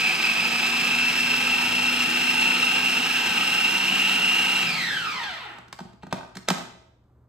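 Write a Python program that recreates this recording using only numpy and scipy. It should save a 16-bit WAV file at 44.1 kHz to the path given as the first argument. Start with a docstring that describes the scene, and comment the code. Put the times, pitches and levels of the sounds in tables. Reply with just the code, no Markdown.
"""A food processor whisks eggs on a kitchen counter: reduction gears whine and chatter as noisy tooth knocks and
shaft-locked tones, with a few short clacks; the motor hums and hisses, the liquid churns as filtered noise,
gurgles and rising plops. Switched off, slack gears buzz and rattle down to rest; then the plastic lid, struck
modes and cracks, is twisted, unlatched and lifted. Two close microphone ports of a phone hear it in a small, hard room."""
import sys
import numpy as np
from scipy import signal
from scipy.fft import rfft, irfft, next_fast_len
from scipy.io import wavfile

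SR = 44100
rng = np.random.default_rng(int(sys.argv[2]) if len(sys.argv) > 2 else 0)


def output_pcm(signal):
    """Save a mono or channel-first signal as 16-bit PCM at the path in sys.argv[1].

    Samples are clipped to [-1, 1] before scaling.
    """
    pcm = np.clip(np.atleast_2d(signal).T, -1, 1) * 32767
    wavfile.write(sys.argv[1], SR, np.round(pcm).astype(np.int16))


N = 321210
T = np.arange(N) / SR
TEETH = 94  # per blade turn

# broad colour of housing and bowl: [hz, level_db]
HOUSING_COLOUR = [(40, -22), (120, -14.5), (190, 2.5), (300, -3), (420, -5.5), (580, -13), (750, 3.5),
                  (1060, -1.5), (2100, -1.5), (2800, -1.5), (4200, -2.5), (4800, -12.5), (7000, -16.5),
                  (15000, -37)]
# resonances of housing and bowl: [centre_hz, width_hz, lift_db]
HOUSING_PEAKS = [(350, 46, 9.3), (690, 120, 4.9), (881, 70, 8.2), (1293, 110, 11.4), (1560, 72, 7.1),
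                 (2260, 210, 4.2), (2670, 260, 6.8), (3190, 190, 7.9), (4050, 490, 1.7), (7770, 450, 8.4)]


def undb(db):
    """Decibels to gain."""
    return 10 ** (np.asarray(db) / 20)


def unit(x):
    """Scale to rms 1."""
    return x / np.sqrt(np.mean(x ** 2))


def curve(table):
    """Join (s, value) points by lines in time."""
    return np.interp(T, *np.transpose(table))


def at_hz(points, hz):
    """Read (Hz, value) points on a log-frequency axis."""
    rows = np.array(points)
    return np.interp(np.log(np.maximum(hz, 1)), np.log(rows[:, 0]), rows[:, 1])


def walk(rate):
    """Smooth random signal of rms 1 that changes about rate times a second."""
    size = next_fast_len(N, real=True)
    hz = np.fft.rfftfreq(size, 1 / SR)
    spectrum = rfft(rng.standard_normal(size)) / (1 + (2 * hz / rate) ** 2)
    return unit(irfft(spectrum, size)[:N])


def colour(x, points, peaks=(), size=4096):
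    """Minimum-phase filter of unit power from a broad spectrum and resonances."""
    hz = np.fft.rfftfreq(size, 1 / SR)
    resonance_db = sum(lift / (1 + (2 * (hz - f) / width) ** 2) for f, width, lift in peaks)
    cepstrum = irfft(np.log(undb(at_hz(points, hz) + resonance_db)))
    response = irfft(np.exp(rfft(2 * cepstrum[:size // 2], size)))
    return signal.fftconvolve(x, response / np.linalg.norm(response))[:len(x)]


def lines(turns, orders, waver_db, waver_rate, slip):
    """Tones locked to a shaft, each wavering in level and phase; total rms 1."""
    out = 0
    for order, db in orders:
        cycles = order * turns + rng.random() + slip * walk(waver_rate)
        out = out + undb(db + waver_db * walk(waver_rate)) * np.sin(2 * np.pi * cycles)
    return unit(out)


def tooth_rate():
    """Tooth rate rises as the eggs thin; unpowered, dry friction and speed-proportional drag bring it to rest."""
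    # tooth rate under power: [time_s, tooth_hz]
    powered_hz = [(0, 2560), (.2, 2577), (.5, 2575), (.75, 2624), (1, 2651), (1.7, 2711), (2.5, 2737),
                  (3.5, 2760), (4.62, 2786)]
    coast_s, friction_hz_per_s, drag_per_s = 4.605, 1520, .85
    coasting_s = np.maximum(T - coast_s, 0)
    friction_hz = friction_hz_per_s / drag_per_s
    return np.maximum((curve(powered_hz) + friction_hz) * np.exp(-drag_per_s * coasting_s) - friction_hz, 1)


def swell_of_gears_db():
    """Brief swells of gear sound; at 5.24 s the falling tooth tone rings a resonance near 905 Hz."""
    # [time_s, extra_db]
    gear_swells = [(.228, 5), (1.5, 5), (2.397, 6), (2.424, 8), (2.568, 5), (2.631, 8), (2.974, 5),
                   (4.096, 4), (4.626, 2.5), (5.24, 5)]
    return sum(db * np.exp(-((T - s) / 0.0043) ** 2) for s, db in gear_swells)


def chatter(tooth_hz, turns, speed, load, count=16000):
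    """Each tooth knocks the housing, unevenly at speed and more regularly as the gears slow."""
    loaded_db, slack_db, slack_power = -27.5, -27, 1.46  # slack level at full speed
    chance = rng.standard_normal((count, 2))
    backlash = .3 * load * walk(110) + .5 * speed * (1 - load) * walk(50)  # teeth
    teeth = np.maximum.accumulate(TEETH * turns + backlash)
    at = np.searchsorted(teeth, np.arange(1, min(count, teeth[np.argmin(tooth_hz)])))
    late, force = chance[:len(at)].T
    unrest = speed[at] ** 2
    scatter = .05 + .1 * unrest  # tooth periods
    hit = np.clip(at + scatter * late * SR / tooth_hz[at], 0, N - 1).astype(int)
    size = undb((2.6 + 1.2 * unrest) * np.minimum(force, 2.2))
    pulses = np.bincount(hit, unit(size) * np.sqrt(SR / tooth_hz[at]), N)
    once_a_turn_db = 1.5 * np.sin(2 * np.pi * turns)
    strength = load * undb(loaded_db) + (1 - load) * undb(slack_db) * speed ** slack_power
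    knocks = pulses * strength * undb(once_a_turn_db + .6 * walk(70) + swell_of_gears_db())
    highpass = signal.butter(2, 100, "high", fs=SR, output="sos")
    return colour(signal.sosfilt(highpass, knocks), HOUSING_COLOUR, HOUSING_PEAKS)


def bubbles(count=260):
    """Air beaten into the egg: short rising plops at random moments."""
    middle_hz, spread_octaves, decay_cycles = 1112, .65, 11
    rise = 0.11  # relative pitch rise over one decay
    out, t = np.zeros(N + SR), np.arange(SR // 16) / SR
    for when, pitch, force in rng.random((count, 3)):
        cycles = middle_hz * 2 ** (spread_octaves * (2 * pitch - 1)) * t
        age = cycles / decay_cycles
        at = int(when * N)
        out[at:at + len(t)] += 2 * force * np.exp(-age) * np.sin(2 * np.pi * cycles * (1 + rise * age / 2))
    return out[:N] * undb(-37)


def eggs(turns, speed):
    """Two blades churn the liquid in uneven gulps; air pockets gurgle at a shifting pitch and bubbles plop."""
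    # churning egg: [hz, level_db]
    churn_colour = [(30, -32.5), (90, -16.5), (150, -6.5), (210, -1), (300, -8.5), (480, -7.5),
                    (620, -10.5), (1500, -27.5), (6000, -58.5)]
    # air pockets, retuned by the sloshing egg: [centre_hz, width_hz, level_db]
    pockets = [(852.4, 110, -45.5), (1322, 140, -45.5), (1527, 99, -43)]
    slosh_octaves, slosh_rate = .08, 9  # rms swing, changes per second
    gulps = undb(2.0 * walk(25) + 0.98 * np.sin(2 * np.pi * 2 * turns))
    gurgle = 0
    for hz, width_hz, db in pockets:
        phase = 2 * np.pi * np.cumsum(hz * 2 ** (slosh_octaves * walk(slosh_rate))) / SR
        level = undb(db + 2 * walk(slosh_rate))
        gurgle = gurgle + level * (walk(width_hz) * np.sin(phase) + walk(width_hz) * np.cos(phase))
    churn = colour(rng.standard_normal(N), churn_colour) * gulps * undb(-44.5)
    return (churn + gurgle + bubbles()) * speed ** 1.24


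def whine(turns, load):
    """Loaded teeth sing at mesh rate with carrier sidebands and a rough overtone; thick eggs add strain."""
    # mesh tone and sidebands of the turning carrier: [blade_speed_multiple, level_db]
    mesh_orders = [(79, -22), (80.3, -22), (83.7, -17), (85, -21), (86, -13), (87, -13), (88.3, -18),
                   (89, -14), (89.3, -20), (90, -15), (91, -10.5), (92, -10.5), (93, -7.5), (94, 1.5),
                   (96.3, -17), (97.5, -14.5), (98.5, -10.5), (99.5, -17.5), (101.5, -21), (102.8, -21),
                   (104, -19), (105.5, -21), (107, -19.5), (110.3, -22)]
    # rough overtone: [blade_speed_multiple, level_db]
    overtone_orders = [(171.5, -9), (174, -9), (177, -8), (180, 0), (181.5, -2), (183, -1), (188.5, -7)]
    # further sidebands while thick eggs drag on the gears: [blade_speed_multiple, level_db]
    strain_orders = [(81.5, -5), (83, -7), (84.6, -3), (85.8, 0), (99.6, -5), (101.5, 0), (102.5, -5)]
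    # brief changes in whine level: [time_s, extra_db]
    swells = [(.24, 0.5), (.62, -3.5), (2.5, 4), (4, 4), (4.58, 0.5)]
    swell_s = .13
    # level at the start and its drift
    mesh_db, mesh_db_per_s = -26, 0.55
    overtone_db, overtone_db_per_s = -38, -1.05
    strain_db, strain_db_per_s = -31.5, -6.5
    tone = lines(turns, mesh_orders, waver_db=1.2, waver_rate=18, slip=.02)
    flutter = undb(2.0 * walk(180) + .9 * np.sin(2 * np.pi * turns))
    swell_db = sum(db * np.exp(-((T - s) / swell_s) ** 2) for s, db in swells)
    strain = lines(turns, strain_orders, waver_db=3, waver_rate=22, slip=.1)
    overtone = lines(turns, overtone_orders, waver_db=1.8, waver_rate=35, slip=.14)
    mix = tone * undb(mesh_db + mesh_db_per_s * T + swell_db)
    mix = mix + overtone * undb(overtone_db + overtone_db_per_s * T)
    mix = mix + strain * undb(strain_db + strain_db_per_s * T)
    return mix * flutter * load * undb(0.45 * swell_of_gears_db())


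def motor(turns, speed, load):
    """Field buzzes at twice the mains, brushes whistle, fan hisses; freewheeling, the rotor rumbles the base."""
    # brushes on the commutator: [motor_speed_multiple, level_db]
    brush_orders = [(24, -2), (30, -6), (36, 0), (48, -10)]
    # fan and brush hiss: [hz, level_db]
    hiss_colour = [(500, -21.5), (1500, 5.5), (2700, 13.5), (3600, -2), (4600, -0.5), (5300, 9.5),
                   (5750, 2), (7000, -3.5), (8400, -5), (8950, 3), (9600, -10.5), (12000, -6),
                   (13800, -7.5), (15200, -25)]
    # freewheeling rotor shaking the base: [hz, level_db]
    rumble_colour = [(80, -36), (160, -4), (210, -8), (330, -28.5), (2000, -69)]
    motor_ratio = 8.5  # motor turns per blade turn
    rumble_db = -38  # at full speed
    brushes = lines(motor_ratio * turns, brush_orders, waver_db=2, waver_rate=20, slip=.1) * undb(-49)
    field = np.sin(2 * np.pi * 120 * T) * undb(-64.5)
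    hiss_level = undb(-32.5 + 1.0 * np.sin(2 * np.pi * turns) + 1.0 * walk(55))
    hiss = colour(rng.standard_normal(N), hiss_colour) * hiss_level
    hiss = hiss * speed ** 1.54 * undb(-2.5 * (0.5 - load))
    rumble = colour(rng.standard_normal(N), rumble_colour) * undb(rumble_db) * (1 - load) * speed ** 2
    return rumble + load * (brushes + field) + hiss


def hum(turns, speed):
    """Unbalanced motor shaft hums through the base; idler gears wobble below motor speed."""
    # shaft hum, motor speed at 8.5: [blade_speed_multiple, level_db]
    shaft_orders = [(2, -22), (4.1, -22), (5, -20), (5.5, -16), (6, -18), (8.5, 0), (9.5, -11), (11.5, -19),
                    (14, -21), (16, -19)]
    # idler gears: [blade_speed_multiple, level_db]
    idler_orders = [(6.5, 0)]
    # [time_s, level_db]
    shaft_level = [(0, -45.5), (.7, -36.5), (1.6, -37), (2.3, -36), (3, -41), (3.6, -44.5), (4.6, -45.5)]
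    # [time_s, level_db]
    idler_level = [(0, -49), (1.7, -53), (3.2, -48.5), (4, -43), (4.6, -44.5)]
    shaft = lines(turns, shaft_orders, waver_db=.8, waver_rate=8, slip=.015) * undb(curve(shaft_level))
    idler = lines(turns, idler_orders, waver_db=2, waver_rate=12, slip=.05) * undb(curve(idler_level))
    return (shaft + idler) * speed ** 4


def kitchen():
    """Faint ventilation rumble as filtered noise, and a steady-pitched refrigerator hum."""
    # still kitchen: [hz, level_db]
    air_colour = [(20, -25), (38, -6), (55, -0.5), (70, 7), (85, -2), (105, -6.5), (170, -8), (350, -12.5),
                  (600, -18.5), (1200, -22), (2500, -43), (6000, -48), (15000, -49)]
    air = colour(rng.standard_normal(N), air_colour) * undb(-61 + 1.0 * walk(4))
    fridge = np.sin(2 * np.pi * 119.5 * T)
    return air + fridge * undb(-58.5 + 1.5 * walk(5))


def ring(modes, t, scatter=0.011):
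    """Struck decaying modes, a little detuned at each blow but always of the same energy."""
    out = 0
    for hz, db, t60 in modes:
        gain = undb(db) * rng.choice([-1, 1])
        struck_hz = hz * (1 + scatter * rng.standard_normal())
        out = out + gain * np.sin(2 * np.pi * struck_hz * t) * np.exp(-np.log(1000) * t / t60)
    return .034 * out / np.sqrt(np.sum(out ** 2) / SR)


def clack(ring_db, centre_hz, crack_db, t):
    """One short contact: a crack, and a ring of plastic modes that favours those near one pitch."""
    # plastic lid and bowl: [mode_hz, level_db, t60_s]
    lid_modes = [(640, -1, .04), (692, -1, .04), (790, -1, .04), (905, 1.5, .03), (1231, -1, .034),
                 (1490, 0, .03), (1572, 0, .028), (1900, -3, .024), (2330, -2, .022), (2620, -2, .026),
                 (3250, -3, .02), (3750, -3, .016), (4200, -2, .026)]
    # crack of plastic on plastic: [hz, level_db]
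    crack_colour = [(40, -29.5), (200, -6), (1200, 7.5), (2500, 2), (4000, 2), (5200, 0.5), (8000, -5.5),
                    (15000, -19.5)]
    contact_s, softening = 0.00089, .2  # rise time at ring_db = -9; its lengthening, dB per dB below that
    favoured = [(hz, db - 9 * abs(np.log2(hz / centre_hz)), t60) for hz, db, t60 in lid_modes]
    plastic = ring(favoured, t)
    burst = np.exp(-t / .003) + .05 * np.exp(-t / .02)
    crack = colour(rng.standard_normal(len(t)) * burst, crack_colour)
    contact = 1 - np.exp(-t / (contact_s * undb(-softening * (ring_db + 9))))
    return contact * (undb(ring_db) * plastic + undb(crack_db + 2.0) * crack)


def clacks_and_lid(count=5):
    """Gear clacks, then lid knocks: each clacks, a moment later thuds the base, and chatters in uneven rebounds."""
    # short gear clacks while running (near 2.8 kHz at 2.971 and 3.722 s), a brief ring near 910 Hz as the gears
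    # coast # (5.234 s), then from 5.58 s the lid moved by hand; relative levels of counter thud, ring and
    # crack: # [time_s, thud_db, ring_db, ring_centre_hz, crack_db]
    contacts = [(0.681, -51, -41, 1280, -48), (2.971, -46, -26, 2800, -27), (3.722, -51.5, -20, 2870, -26),
                (5.234, -45, -30, 910, -34), (5.584, -39, -31, 970, -42), (5.681, -47, -45, 1500, -46),
                (5.7265, -39.5, -29.5, 1640, -28), (5.7891, -50, -25.5, 880, -36),
                (5.8026, -29, -33, 903, -37), (5.848, -34, -48, 794, -56.5), (5.931, -40.5, -52, 905, -51),
                (6.032, -28.5, -29, 920, -45.5), (6.067, -30.5, -32, 1103, -45.5),
                (6.1259, -17, -11.5, 887, -23.5), (6.353, -34.5, -51.5, 1500, -32),
                (6.3685, -29, -41, 1370, -27), (6.4855, -24, -9, 1570, -11.5),
                (6.502, -30, -15.5, 1855, -15), (6.5048, -15.5, -12.5, 690, -35),
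                (6.581, -33.5, -40.5, 1383, -30), (7.0383, -72.5, -73.5, 3990, -68)]
    # base on the counter: [mode_hz, level_db, t60_s]
    base_modes = [(156.5, -4, 0.079), (187.2, 3, 0.074), (240, -4, 0.081), (367, -2.5, .056),
                  (445, -10, 0.039)]
    gap_s, rebound_db, rebound_db_per_s = 0.023, -14, -75  # median gap; level against the knock, fading
    out, t = np.zeros(N + SR), np.arange(SR // 8) / SR
    for s, thud_db, ring_db, centre_hz, crack_db in contacts:
        rocking_s = np.maximum(t - .004, 0)
        thud = ring(base_modes, rocking_s) * (1 - np.exp(-rocking_s / 0.0031))
        start = int(s * SR)
        out[start:start + len(t)] += clack(ring_db, centre_hz, crack_db, t) + undb(thud_db + 5.0) * thud
        late_s = 0
        for gap, force, place in rng.uniform(-1, 1, (count, 3)):
            late_s += gap_s * 2 ** gap
            drop_db = rebound_db + rebound_db_per_s * late_s + 3 * force
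            at = start + int(late_s * SR)
            rebound_hz = centre_hz * 2 ** (place - .4)
            out[at:at + len(t)] += clack(ring_db + drop_db, rebound_hz, crack_db + drop_db - 9.0, t)
    return out[:N]


def buzz(tooth_hz, turns, speed, load):
    """Slack teeth buzz in a stack of rough overtones that catch and break off as the blade slows."""
    # [tooth_rate_multiple, level_db]
    buzz_orders = [(1, 0), (2, 0), (3, -2), (4, -1.5), (5, -2), (6, -3), (7, -4), (8, -5), (9, -6)]
    # gearbox carrying the buzz: [hz, level_db]
    gearbox_colour = [(100, -20), (350, -5), (560, -8), (850, 4.5), (1080, 0), (1400, 4), (2000, 2),
                      (2900, 2), (4000, -2), (5200, -8), (7000, -21), (15000, -44)]
    buzz_db, buzz_power = -28.5, 1.27  # level at full speed, fade as a power of speed
    out = 0
    for order, db in buzz_orders:
        slip_cycles = (.05 + .32 * speed) * order ** .6 * walk(110)
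        breaks_db = (1 + 3.2 * (1 - speed)) * np.tanh(1.5 * walk(28))
        flutter_db = 2.8 * np.tanh(walk(70)) + 2.1 * walk(200)
        cycles = order * TEETH * turns + slip_cycles
        out = out + undb(db + breaks_db + flutter_db) * np.sin(2 * np.pi * cycles)
    stalling = np.minimum(tooth_hz / 300, 1)
    level = (1 - load) * stalling * speed ** buzz_power * undb(buzz_db + swell_of_gears_db())
    return colour(unit(out) * level, gearbox_colour)


def twist():
    """The lid's rim sticks and slips round the bowl in dense, tiny ticks that sound through the bowl."""
    # [start_s, length_s, level_db]
    slides = [(5.805, 0.1, -65), (6.024, 0.01, -53.5), (6.113, 0.068, -47.5), (6.35, .005, -46),
              (6.484, .005, -32)]
    attack_s, release_s = 0.0034, 0.017
    slips = (rng.random(N) < 1500 / SR) * rng.standard_normal(N)  # about 1500 ticks per second
    push = 0
    for s, length_s, db in slides:
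        before = np.maximum(s - T, 0) / attack_s
        after = np.maximum(T - s - length_s, 0) / release_s
        push = push + undb(db) * np.exp(-before - after)
    return colour(unit(slips), HOUSING_COLOUR, HOUSING_PEAKS) * push


def reverberate(x, size=32768):
    """Echoes from tiles and cabinets, separate at first and then dense, partly alike at both ports."""
    # [hz, t60_s]
    room_t60 = [(100, 0.29), (300, 0.72), (1000, 0.62), (3500, 0.64), (8000, 0.53), (15000, 0.38)]
    density = np.minimum(.05 + (np.arange(size) / SR / .45) ** 2, 1)
    echoes = rng.standard_normal((2, size)) * (rng.random((2, size)) < density) / np.sqrt(density)
    hz, t, cells = signal.stft(echoes, SR, nperseg=256)
    decay = np.exp(-np.log(1000) * t / at_hz(room_t60, hz)[:, None])
    cells = cells * decay * (1 - np.exp(-t / 0.00051))
    likeness = np.clip(at_hz([(150, 0.8), (600, 0.05), (5000, 0.05), (9000, 1.0)], hz), 0, .95)[:, None]
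    mid, side = signal.istft(cells * np.sqrt([1 + likeness, 1 - likeness]), SR)[1]
    tails = (mid + side, mid - side)
    return np.array([signal.fftconvolve(x, tail / np.linalg.norm(tail))[:N] for tail in tails])


def ports(pair):
    """The phone's body shifts phase and level between its two ports."""
    # [hz, left_lead_rad]
    port_phase = [(0, 0), (300, .3), (700, -.9), (2000, -.4), (2700, -1.4), (4000, -.1), (5200, -2),
                  (7000, -.4), (8400, .2), (10400, 3.1), (13000, 6.3), (15600, 9.4)]
    # [hz, left_minus_right_db]
    port_balance = [(60, 2), (110, -2), (200, 0), (380, 3.5), (700, -0.5), (1290, -0.5), (2380, 0.5),
                    (4400, -2.5), (8120, -1), (15000, -1.5)]
    size = next_fast_len(N + SR)
    hz = np.fft.rfftfreq(size, 1 / SR)
    phase = np.interp(hz, *np.transpose(port_phase))
    half = np.array([[.5], [-.5]])
    response = np.exp(1j * half * phase) * undb(half * at_hz(port_balance, hz))
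    return irfft(rfft(pair, size) * response, size)[:, :N]


def scene():
    """One speed and one load drive the whole machine; the lid follows."""
    off_s, off_fade_s = 4.635, 0.011
    tooth_hz = tooth_rate()
    speed = tooth_hz / tooth_hz.max()
    turns = np.cumsum(tooth_hz) / TEETH / SR  # of the blade
    load = np.clip((off_s - T) / off_fade_s + .5, 0, 1)
    rattle = chatter(tooth_hz, turns, speed, load) + eggs(turns, speed)
    tones = whine(turns, load) + motor(turns, speed, load)
    whirr = buzz(tooth_hz, turns, speed, load)
    knocks = clacks_and_lid() + twist()
    room = reverberate(undb(-4.5) * rattle + undb(-9.5) * tones + undb(-2.0) * whirr + undb(-6.5) * knocks)
    return ports(rattle + tones + hum(turns, speed) + whirr + knocks + room + kitchen())


def record(dry):
    """The phone cuts the top: a steep elliptic low-pass."""
    top_hz = 15300
    return signal.sosfilt(signal.ellip(8, .2, 70, top_hz, fs=SR, output="sos"), dry)


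dry = scene()
out = record(dry)
output_pcm(out)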